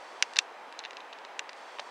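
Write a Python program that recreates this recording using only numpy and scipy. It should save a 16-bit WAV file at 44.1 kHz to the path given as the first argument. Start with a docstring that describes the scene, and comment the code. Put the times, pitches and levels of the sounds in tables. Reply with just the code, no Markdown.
"""Distant traffic rushes throughout, heard from a hand-held camera aimed at an outdoor clock.
At first the zoom motor hisses faintly through the lens barrel, stopping near 0.4 s.
From 0.2 s the zoom lever and plastic case click and creak right at the microphone, each slip
ringing the case. The motor runs again from 1.6 s; near 1.8 s a finger knocks dully on the case."""
import sys
import numpy as np
from scipy import signal
from scipy.io import wavfile

SR = 44100
rng = np.random.default_rng(int(sys.argv[2]) if len(sys.argv) > 2 else 0)


def file_out(sig):
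    """Save sig as 16-bit WAV at sys.argv[1]."""
    # one column per channel
    cols = np.atleast_2d(sig).T
    # limit, then scale
    lim = np.clip(cols, -1, 1)
    pcm = np.round(lim * 32767).astype(np.int16)
    wavfile.write(sys.argv[1], SR, pcm)


N = 83790

# Far traffic. Each row: frequency in Hz, relative spectral density in dB.
TRAFFIC_SPECTRUM = [(25, -43), (80, -46), (125, -38), (160, -31.5), (200, -20.5), (320, -10), (480, -2.5),
                    (700, 0), (920, 2), (1250, -4.5), (1800, -6), (2800, -13.5), (4000, -20.5), (6300, -28),
                    (10000, -40), (15500, -49)]
# Traffic's stereo width. Each row: frequency in Hz, side minus mid in dB.
TRAFFIC_WIDTH = [(70, 4), (150, -13), (400, -23), (1500, -22), (6000, -16), (13000, -17)]
# Motor runs. Each row: start in seconds, end in seconds, level in dB.
ZOOM_RUNS = [(-.1, 0.435, -61.5), (1.556, 2.0, -61.5)]
# Lens barrel resonances. 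Each row: frequency in Hz, bandwidth in Hz, relative gain in dB.
BARREL_MODES = [(3370, 270, 5), (4550, 310, 4.5), (5550, 280, 2), (6300, 350, -0.5), (7300, 1200, -4),
                (7670, 400, -0.5), (8660, 420, -8)]
# Lever and case clicks. Each row: start in seconds, level in dB re CONTACT_DB,
# then drive in dB at each of the six DRIVE_HZ.
CASE_CLICKS = [(0.2245, 1, -1.5, -0.5, -9.5, -0.5, 2, -2.5), (0.3353, -27.5, -4, -4, -4, 1, -2, 9),
               (0.3594, -16, 3, 1, -2, 3, -1, 2), (0.3667, -9.5, 3.5, -10, 5.5, 5.5, 1, -13),
               (0.3705, -17.5, -4, 0, 2, 0, 1, 1), (0.3857, -15, 4, 2, -13, 5, -7, 3),
               (0.3880, 3, 0, 2.5, 1, 2.5, 7, 4.5), (0.725, -28, 4, 2, -3, 2, -11, 9),
               (0.791, -18, -6, -4.5, 8, 1, 7.5, 6.5), (0.8020, -27, 7, 3, -1, -5, -12, -6),
               (0.838, -24, 8, 7, 6, -2, -12, -11), (0.8428, -30, 6, -3, 6, -2, -7, -5),
               (0.8501, -18, 6, 6.5, 3.5, -3, 2, -13), (0.8576, -23, 7, 5, 4, -5, -7, -9),
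               (0.9077, -24.5, 3, 1.5, -4, -6, -0.5, 1), (0.9318, -29, 8, 0, -4, 5, -7, 1),
               (0.969, -22, -6, 5.5, 0, 1.5, 1, -2), (1.0042, -28, -11, 7, 7, -7, -1, -1),
               (1.1277, -27, -10, 10, 6.5, -6, -3, 1), (1.1315, -27.5, -8, 3, 1, -1, -3, -3),
               (1.1869, -32.5, -4, 2, -1, 5, -3, -1), (1.2493, -26, 2.5, 0, 3, 2.5, -1, 1),
               (1.3928, -10.5, 3, 2.5, -3, -7.5, 4, 2.5), (1.4921, -22.5, 7, 1.5, -7, 6.5, -5, -10.5),
               (1.4947, -29.5, 1, -6, -1, 2, -2, 5), (1.5307, -31, -17, -2, 1, 4, -1, 10),
               (1.7938, -26.5, -16, 1, -3, 6, -2, 2), (1.7981, -21.5, -8, -6, 2.5, 3.5, 1, 3.5)]
# Points of a click's drive curve. Each entry: frequency in Hz.
DRIVE_HZ = [1730, 2680, 4050, 4770, 6160, 8240]
# Case resonances. Each row: frequency in Hz, bandwidth in Hz, relative gain in dB.
CASE_MODES = [(966, 240, -11.5), (1257, 230, -9), (1500, 200, -5.5), (1886, 220, 2), (2250, 505, -1.5),
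              (2754, 300, 3), (3660, 252, 2), (4032, 313, 1), (4590, 270, -2.5), (4970, 420, -4.5),
              (5760, 620, -5.5), (6177, 413, -6), (6960, 400, -10.5), (8210, 700, -19), (9610, 600, -22),
              (11100, 2400, -33), (15000, 1300, -32)]
# Finger knocks. Each row: start in seconds, level in dB re CONTACT_DB.
FINGER_KNOCKS = [(1.7864, -19.5), (1.7953, -14)]
# Lower case resonances. Each row: frequency in Hz, bandwidth in Hz, relative gain in dB.
KNOCK_MODES = [(555, 120, 7), (810, 400, 6), (2640, 910, 0), (3820, 250, -3.5)]
# Resonances where the two microphone ports differ. Each row: frequency in Hz, bandwidth in Hz, gain in dB.
PORT_MODES = [(2980, 260, -9.5), (3280, 260, -7.5), (4840, 460, -14.5), (13000, 2200, -18)]

CONTACT_DB = 8.5


def from_db(db):
    """Decibels to gain."""
    return 10 ** (np.asarray(db) / 20)


def unit_rms(x):
    """Scale to unit power."""
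    return x / np.sqrt(np.mean(x ** 2) + 1e-20)


def unit_energy(x):
    """Scale to unit energy."""
    return x / np.sqrt(np.sum(x ** 2) + 1e-20)


def at_hz(curve, hz):
    """Interpolate on a log-frequency axis."""
    points_hz, values = np.array(curve).T
    return np.interp(np.log(hz), np.log(points_hz), values)


def butter(x, hz, kind, order=2):
    """Butterworth filter."""
    return signal.sosfilt(signal.butter(order, np.minimum(hz, .45 * SR), kind, fs=SR, output="sos"), x)


def resonate(x, modes):
    """Parallel resonances, alternating in sign."""
    out = 0
    for k, (hz, width_hz, db) in enumerate(modes):
        radius = np.exp(-np.pi * width_hz / SR)
        poles = [1, -2 * radius * np.cos(2 * np.pi * hz / SR), radius ** 2]
        gain = (-1) ** k * from_db(db) * (1 - radius ** 2) / 2
        out = out + gain * signal.lfilter([1, 0, -1], poles, x)
    return out


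def stereo(mid, side):
    """Mid and side to left and right."""
    return np.array([mid + side, mid - side])


def add(out, start_s, sound):
    """Mix in a short stereo sound."""
    i = int(start_s * SR)
    out[:, i:i + sound.shape[1]] += sound[:, :N - i]


def burst(t60_s, samples=3000):
    """Decaying noise of unit energy."""
    return unit_energy(rng.standard_normal(samples) * from_db(-60 * np.arange(samples) / SR / t60_s))


def traffic(level_db=-47, waver_db=0.57):
    """Distant tyre noise in third-octave bands, each wavering slightly."""
    edges_hz = 20 * 2 ** (np.arange(30) / 3)
    white = rng.standard_normal((2, 2, N + SR))
    out = 0
    for k, (low_hz, high_hz) in enumerate(zip(edges_hz, edges_hz[1:])):
        mid, side = butter(white[k % 2], [low_hz, high_hz], "band")[:, SR:]
        centre_hz = np.sqrt(low_hz * high_hz)
        waver = np.interp(np.linspace(0, 1, N), np.linspace(0, 1, 20), rng.standard_normal(20))
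        gain = from_db(at_hz(TRAFFIC_SPECTRUM, centre_hz) + waver_db * waver)
        side_gain = from_db(at_hz(TRAFFIC_WIDTH, centre_hz))
        out = out + gain * stereo(mid, side_gain * side)
    return from_db(level_db) * unit_rms(out)


def zoom_motor(ramp_s=0.022, side_db=-22, top_hz=10100):
    """Gear hiss through the barrel while the lens travels."""
    t = np.arange(N) / SR
    envelope = sum(from_db(db) * np.clip(np.minimum(t - start_s, end_s - t) / ramp_s + .5, 0, 1)
                   for start_s, end_s, db in ZOOM_RUNS)
    mid, side = rng.standard_normal((2, N))
    hiss = resonate(stereo(mid, from_db(side_db) * side), BARREL_MODES)
    return envelope * unit_rms(butter(hiss, top_hz, "low", order=4))


def contact(chatter_db=-9, shiver_db=-9.5, shiver_top_hz=5000, gap_s=0.0008, side_db=-22.5):
    """Contact force: a snap, then micro-slips and shivering loose parts; the ports differ slightly."""
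    chatter = from_db(chatter_db) * burst(t60_s=0.0082)
    shiver = from_db(shiver_db) * butter(burst(t60_s=0.034), shiver_top_hz, "low", order=1)
    force = np.concatenate([[1], np.zeros(int(gap_s * SR)), chatter + shiver])[:len(chatter)]
    return stereo(force, from_db(side_db) * burst(t60_s=0.0087))


def clicks(low_hz=780, top_at_0_db_hz=11300, top_hz_per_db=115):
    """Slips ring the case. The spot that slips weights the modes; gentler slips are duller."""
    out = np.zeros((2, N))
    for start_s, db, *drive_db in CASE_CLICKS:
        drive = list(zip(DRIVE_HZ, drive_db))
        modes = [(hz, width_hz, mode_db + at_hz(drive, hz)) for hz, width_hz, mode_db in CASE_MODES]
        top_hz = max(top_at_0_db_hz + top_hz_per_db * db, low_hz)
        ring = butter(resonate(contact(), modes), low_hz, "high")
        ring = butter(ring, top_hz, "low", order=4)
        add(out, start_s, from_db(db + CONTACT_DB) * unit_energy(ring))
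    return out


def knocks(band_hz=(350, 6000)):
    """A soft finger rings the lower case modes."""
    out = np.zeros((2, N))
    for start_s, db in FINGER_KNOCKS:
        ring = butter(resonate(contact(), KNOCK_MODES), band_hz, "band")
        add(out, start_s, from_db(db + CONTACT_DB) * unit_energy(ring))
    return out


def scene():
    """Close camera noises over far traffic."""
    return clicks() + knocks() + zoom_motor() + traffic()


def record(dry, balance_db=0.21, cutoff_hz=15900):
    """The two ports ring a little differently, the right is more sensitive; the top is cut."""
    mismatch = stereo(0, resonate(dry.mean(axis=0), PORT_MODES))
    ports = (dry + mismatch) * from_db([[-balance_db], [balance_db]])
    return signal.sosfilt(signal.ellip(10, .1, 80, cutoff_hz, fs=SR, output="sos"), ports)


dry = scene()
out = record(dry)
file_out(out)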